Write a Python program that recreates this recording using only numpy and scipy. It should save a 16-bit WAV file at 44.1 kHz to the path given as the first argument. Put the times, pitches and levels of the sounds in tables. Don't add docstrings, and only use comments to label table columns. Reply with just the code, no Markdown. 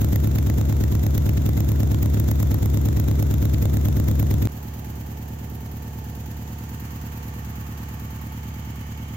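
import sys
import numpy as np
from scipy.fft import rfft, irfft, next_fast_len
from scipy.io import wavfile
from scipy.ndimage import uniform_filter1d, map_coordinates

SR = 44100
rng = np.random.default_rng(int(sys.argv[2]) if len(sys.argv) > 2 else 0)


def log_audio(samples):
    frames = np.atleast_2d(samples).T
    limited = np.clip(frames, -1, 1)
    pcm = np.round(limited * 32767).astype(np.int16)
    wavfile.write(sys.argv[1], SR, pcm)


N = 403956
TIME = np.arange(N) / SR
JUMP_S = 4.473
TURNS_PER_CYCLE = 4

# time_s, cycles_per_s
MUFFLER_SPEED = [(0.0, 8.766), (0.35, 8.844), (0.99, 8.811), (2.11, 8.818), (2.4, 8.699), (3.08, 8.843),
                 (3.67, 8.685), (4.47, 8.849)]
HOOD_SPEED = [(4.47, 9.178), (5.6, 9.23), (5.96, 9.14), (6.92, 9.347), (7.71, 9.064), (8.2, 9.2),
              (8.88, 9.198), (9.16, 9.251)]
FIRINGS = [(.154, 1.22), (.404, 1.22), (.707, .61), (.962, .56)]
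SKIP_TIMES = [1.379, 2.172, 3.544]
# pitch_hz, width_hz, muffler_gain, hood_gain
PIPE_TONES = [(72.3, 30.3, -0.93, -0.81), (101.6, 10.6, -0.092, -0.65), (117.7, 40.6, 1.144, 1.216),
              (183.2, 37.4, 0.28, 0.4), (234.5, 72.7, -0.042, -0.6), (306.3, 22, -0.32, -0.033)]
CAN_TONES = [(66.85, 9.84, 1.82, 2.5), (92.3, 59, -0.77, -1.05), (152.15, 24.5, 0.82, 0.97),
             (272, 14.5, 0.15, -0.01)]
# place_in_cycle, relative_db, rise_cycles, fall_cycles
GAS_JETS = [(.162, 1, 0.012, 0.0063), (.411, 2, 0.015, 0.0094), (0.19, -12, 0.2, .15),
            (.775, -7, 0.025, 0.029), (0.12, -5.5, .04, 0.047)]
# place_in_cycle, relative_db, rise_cycles, fall_cycles
VALVE_HITS = [(.93, 3, 0.013, 0.18), (0.46, 3, 0.15, 0.095), (0.71, -8, .04, .06), (0.28, -14, .03, .05)]
# time_s, relative_db, knock_offset_db
HARD_SPITS = [(0.1597, -15, -24), (0.3863, -19.5, -15.5), (0.5, -23, -16), (0.8387, -18.5, -26),
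              (1.066, -18, -29), (1.18, -14.5, -25), (1.293, -23, -15), (1.6048, -22, -29),
              (2.0298, -14.5, -33), (2.1994, -14, -38), (2.3138, -12, -38), (2.428, -19, -35),
              (2.5443, -17, -27), (2.999, -18, -30), (3.227, -16, -35), (3.454, -22, -23),
              (3.626, -19.5, -24), (3.8537, -27, -11), (4.0848, -17, -33), (4.1982, -18, -26),
              (4.3113, -28, -10), (4.426, -23, -19)]
# waves_per_cycle (rounded when played), closest_level_db, closest_time_s
HUM_TONES = [(44, -60, 4.3), (48, -61.5, 5.5), (52, -54.5, 5.1), (60, -59, 3.8), (76.56, -61, 6.1),
             (80.7, -62, 5.9), (92, -62.5, 6.3), (96.4, -59, 7.4), (99.6, -62, 7), (194.6, -66, 7)]

# time_s, level_db
SIZZLE_LEVELS = [(0, -41.5), (.6, -45), (1.3, -43.5), (2.2, -44), (4.47, -43.5)]
# time_s, burble_gain_db, ring_gain_db, rasp_db, sizzle_db
HOOD_LEVELS = [(4.5, -47.5, -59, -52, -48), (5.5, -49, -58.5, -53.5, -50), (6.35, -48.5, -61, -51.5, -50),
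               (6.9, -52, -54, -51, -48.5), (8.1, -51.5, -53.5, -51.5, -49.5),
               (9.16, -52.5, -56, -52, -52.5)]
# time_s, level_db
CHATTER_LEVELS = [(4.5, -67), (6.3, -69), (7.8, -66), (8.5, -58.5), (9.16, -56.5)]

# pitch_hz, relative_db
RUMBLE_COLOUR = [(15, -36), (29, -20), (40, -2), (75, 0.5), (130, -6.5), (300, -7), (450, -26), (900, -94)]
MUFFLER_BURBLE_COLOUR = [(180, -48), (300, -7), (415, -10.5), (656, -16), (833, -22), (980, -24.5),
                         (1200, -27.5), (1560, -30), (2640, -120)]
HOOD_BURBLE_COLOUR = [(190, -38), (320, 4.5), (482, -4), (512, -2), (559, -7), (657, -3), (679, -6.5),
                      (780, -7), (856, -0.5), (973, -17), (1200, -25), (1560, -73), (2640, -120)]
MUFFLER_RASP_COLOUR = [(590, -14), (1000, -1), (1130, -9), (1290, -3), (1470, -5), (2020, -3), (2430, -8),
                       (2670, -7.5), (3050, -9), (3600, -5.5), (4610, -13.5), (7040, -4), (8570, -21),
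                       (10500, -18), (11800, -27), (15300, -47), (22000, -120)]
HOOD_RASP_COLOUR = [(590, -16), (1000, -0.5), (1110, -10), (1680, -4.5), (1820, -7), (1980, -7),
                    (2170, -10), (3020, -8), (3670, -14.5), (4420, -12), (5440, -14.5), (6760, -6.5),
                    (8570, -22.5), (10500, -22), (11800, -17), (15300, -27), (22000, -120)]
SPIT_COLOUR = [(600, -58), (1800, -28), (7000, -3), (10000, -21), (14000, 7)]
SIZZLE_COLOUR = [(6590, -14), (11200, -16), (12500, -2), (13100, 0), (15100, -0.5), (16000, -6)]
# pitch_hz, relative_db
KNOCK_COLOUR = [(600, -22), (1300, -11), (1900, 8), (3800, -9), (6000, -5), (9000, -40)]
PANEL_COLOUR = [(450, -40), (640, -11), (720, -2.5), (790, -13), (870, -1), (990, -16.5), (1100, -1),
                (1400, -10.5), (1700, -13.5), (1820, -3.5), (1980, -16), (2200, -12), (3000, -16),
                (4500, -40)]
CHATTER_COLOUR = [(1600, -37), (2200, 3.5), (2550, -18), (3050, 1), (3800, -22), (6000, -38)]

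# pitch_hz, left_minus_right_db
MUFFLER_PAN = [(60, 2.5), (110, -1), (200, 0), (380, 8.5), (700, -2.5), (1290, -3), (2380, 1), (4400, -2.5),
               (8120, 1), (15000, -4)]
HOOD_PAN = [(60, -2.5), (110, -1.0), (200, -2.5), (380, -3.5), (700, -7.5), (1290, -5), (2380, -5),
            (4400, 0.5), (8120, -3.5), (15000, -4.5)]
# pitch_hz, lead_radians
MUFFLER_LEAD = [(60, 0.024), (340, 0.86)]


def drone(cycles, cycle_hz, spot, pan, lead):
    harmonics = np.arange(1, 49)
    hz = harmonics * cycle_hz
    train = lambda pulses: sum(size * np.exp(-2j * np.pi * harmonics * place) for place, size in pulses)
    strokes = [(.023 + turn / TURNS_PER_CYCLE, 1) for turn in range(TURNS_PER_CYCLE)]
    pipe = train(FIRINGS) * resonances(PIPE_TONES, hz, spot)
    can = train(strokes) * resonances(CAN_TONES, hz, spot)
    sides = amp(left_right(pan, hz)) * np.exp(1j * left_right(lead, hz))
    tones = (pipe + can) * sides / abs(sides.mean(0))
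    places = np.linspace(0, 1, 4097)
    one_cycle = (tones @ np.exp(2j * np.pi * np.outer(harmonics, places))).real
    return np.array([np.interp(cycles % 1, places, side) for side in one_cycle])


def resonances(table, hz, spot):
    return sum(gains[spot] * 1j * hz * width / (centre ** 2 - hz ** 2 + 1j * hz * width)
               for centre, width, *gains in table)


def at_muffler():
    speed, = curves(MUFFLER_SPEED)
    cycles = np.cumsum(speed) / SR + 0.0021 * wobble(45)
    skipped = uniform_filter1d(np.searchsorted(SKIP_TIMES, TIME) % 2 * 1., size=200)
    beat = lambda at: drone(at, speed.mean(), 0, MUFFLER_PAN, MUFFLER_LEAD)
    pulses = (1 - skipped) * beat(cycles) + skipped * beat(cycles + 1 / 4)
    weak_firing_db = -11 * np.exp(-((TIME - 2.6) / 0.012) ** 2)
    pulses *= amp(-33 + 0.39 * wobble(60) + weak_firing_db)
    rumble, burble, rasp, sizzle = gas_jets(cycles + skipped / 4)
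    return round_tops(pulses + rumble + burble, limit=.25) + rasp + sizzle + spits()


def gas_jets(cycles):
    rumble = amp(-32) * bursts(cycles, GAS_JETS, steady_db=-8.5, scatter_db=1.2, stretch=2.9)
    rumble = rumble * noise(RUMBLE_COLOUR, MUFFLER_PAN, width_db=-7.5)
    flow = repeating(cycles, MUFFLER_BURBLE_COLOUR, width_db=3)
    flow += amp(-1.2) * noise(MUFFLER_BURBLE_COLOUR, MUFFLER_PAN, width_db=-0.3)
    burble = amp(-41) * bursts(cycles, GAS_JETS, steady_db=-10.5, scatter_db=0.5, stretch=1.5) * flow
    rasp = amp(-47.5) * bursts(cycles, GAS_JETS, steady_db=-14, scatter_db=1.1)
    rasp = rasp * noise(MUFFLER_RASP_COLOUR, MUFFLER_PAN, width_db=1.3)
    sizzle = amp(curves(SIZZLE_LEVELS)[0]) * bursts(cycles, GAS_JETS, steady_db=-20, scatter_db=0.7)
    sizzle = sizzle * noise(SIZZLE_COLOUR, MUFFLER_PAN, width_db=-1.2)
    return rumble, burble, rasp, sizzle


def spits():
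    spike = lambda time_s, fade_s: np.exp(-abs(TIME - time_s) / fade_s)
    spit = sum(amp(db - 4) * spike(s, fade_s=.0011) for s, db, _ in HARD_SPITS)
    knock = sum(amp(db + offset_db + 2) * spike(s, fade_s=.0023) for s, db, offset_db in HARD_SPITS)
    return (spit * noise(SPIT_COLOUR, MUFFLER_PAN, width_db=-1)
            + knock * noise(KNOCK_COLOUR, MUFFLER_PAN, width_db=0))


def over_hood():
    speed, = curves(HOOD_SPEED)
    cycles = np.cumsum(speed * (TIME > JUMP_S)) / SR - .495 + 0.00085 * wobble(40)
    pulses = drone(cycles, speed[TIME > JUMP_S].mean(), 1, HOOD_PAN, lead=[(0, 0)])
    pulses = round_tops(pulses * amp(-48 + 0.48 * wobble(40)), limit=.058)
    burble_db, ring_db, rasp_db, sizzle_db = curves(HOOD_LEVELS)
    return (pulses + distant_gas(cycles, burble_db) + panel_ring(cycles, ring_db)
            + valve_clatter(cycles, rasp_db, sizzle_db) + metal_chatter() + block_hum(cycles))


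def block_hum(cycles):
    half_power_s = 2
    total = np.zeros((2, N))
    for waves, db, closest_s in HUM_TONES:
        waver_db = 1.35 * np.array([wobble(1.49), wobble(1.46)]) + 1.5 * wobble(25)
        level = amp(db + waver_db) / np.hypot(1, (TIME - closest_s) / half_power_s)
        drift = 0.81 * np.array([wobble(0.82), wobble(0.813)])
        total += np.sqrt(2) * level * np.sin(2 * np.pi * (round(waves) * cycles + rng.random()) + drift)
    return total


def valve_clatter(cycles, rasp_db, sizzle_db):
    rasp = amp(rasp_db) * bursts(cycles, VALVE_HITS, steady_db=1.5, scatter_db=1.5)
    rasp = rasp * noise(HOOD_RASP_COLOUR, HOOD_PAN, width_db=1.1)
    sizzle = amp(sizzle_db) * bursts(cycles, VALVE_HITS, steady_db=-9, scatter_db=0.4)
    return rasp + sizzle * noise(SIZZLE_COLOUR, HOOD_PAN, width_db=0)


def distant_gas(cycles, burble_db):
    rumble = amp(-49) * noise(RUMBLE_COLOUR, HOOD_PAN, width_db=-10)
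    swirl = amp(-5) * noise(HOOD_BURBLE_COLOUR, HOOD_PAN, width_db=-4.5)
    pattern = amp(-4.5) * repeating(cycles, HOOD_BURBLE_COLOUR, width_db=-9)
    return rumble + amp(burble_db) * (swirl + pattern)


def panel_ring(cycles, ring_db):
    shiver = amp(-0.6) * noise(PANEL_COLOUR, HOOD_PAN, width_db=3.5)
    pattern = amp(-3) * repeating(cycles, PANEL_COLOUR, width_db=0.6)
    return amp(ring_db) * (shiver + pattern)


def metal_chatter():
    level_db = curves(CHATTER_LEVELS)[0] + 1.5 * wobble(120)
    return amp(level_db) * noise(CHATTER_COLOUR, HOOD_PAN, width_db=.3)


def bursts(cycles, table, steady_db, scatter_db, stretch=1):
    power = amp(steady_db) ** 2
    for place, db, rise, fall in table:
        nearest = np.round(cycles - place)
        offset = cycles - place - nearest
        sizes = amp(db + scatter_db * rng.standard_normal(128))
        shape = np.exp(-abs(offset) / stretch / np.where(offset < 0, rise, fall))
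        power = power + (sizes[nearest.astype(int)] * shape) ** 2
    return np.sqrt(power / power.mean())


def repeating(cycles, colour, width_db):
    harmonics = np.arange(4097)
    cycle_hz = np.median(np.diff(cycles[-SR:])) * SR
    phases = np.exp(2j * np.pi * rng.random((2, len(harmonics))))
    middle, spread = irfft(amp(at_pitch(colour, harmonics * cycle_hz)) * phases)
    pair = stereo(middle, spread, width_db) / middle.std()
    return np.array([np.interp(cycles % 1, np.arange(len(side)) / len(side), side) for side in pair])


def noise(colour, pan, width_db):
    middle, spread = filtered(rng.standard_normal((2, N)), lambda hz: amp(at_pitch(colour, hz)))
    pair = filtered(stereo(middle, spread, width_db), lambda hz: amp(left_right(pan, hz)))
    return pair / pair.mean(0).std()


def round_tops(wave, limit):
    return wave / (1 + abs(wave / limit) ** 4) ** (1 / 4)


def stereo(middle, spread, width_db):
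    return np.array([middle + amp(width_db) * spread, middle - amp(width_db) * spread])


def left_right(table, hz):
    return np.outer([.5, -.5], at_pitch(table, hz))


def filtered(sound, gain_at):
    size = next_fast_len(N + 8192)
    return irfft(rfft(sound, size) * gain_at(np.fft.rfftfreq(size, 1 / SR)), size)[..., :N]


def wobble(rate):
    return map_coordinates(rng.standard_normal(int(N * rate / SR) + 4), [TIME * rate])


def curves(table):
    times, *columns = np.transpose(table)
    return [np.interp(TIME, times, column) for column in columns]


def at_pitch(table, hz):
    pitches, values = np.transpose(table)
    return np.interp(np.log(hz + 1), np.log(pitches + 1), values)


def amp(db):
    return 10 ** (np.asarray(db) / 20)


def scene():
    hood_fade_in = np.clip((TIME - JUMP_S - .004) / .01, 0, 1)
    return at_muffler() * (TIME < JUMP_S) + over_hood() * hood_fade_in


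def record(dry):
    return filtered(dry, lambda hz: hz < 15900)


dry = scene()
out = record(dry)
log_audio(out)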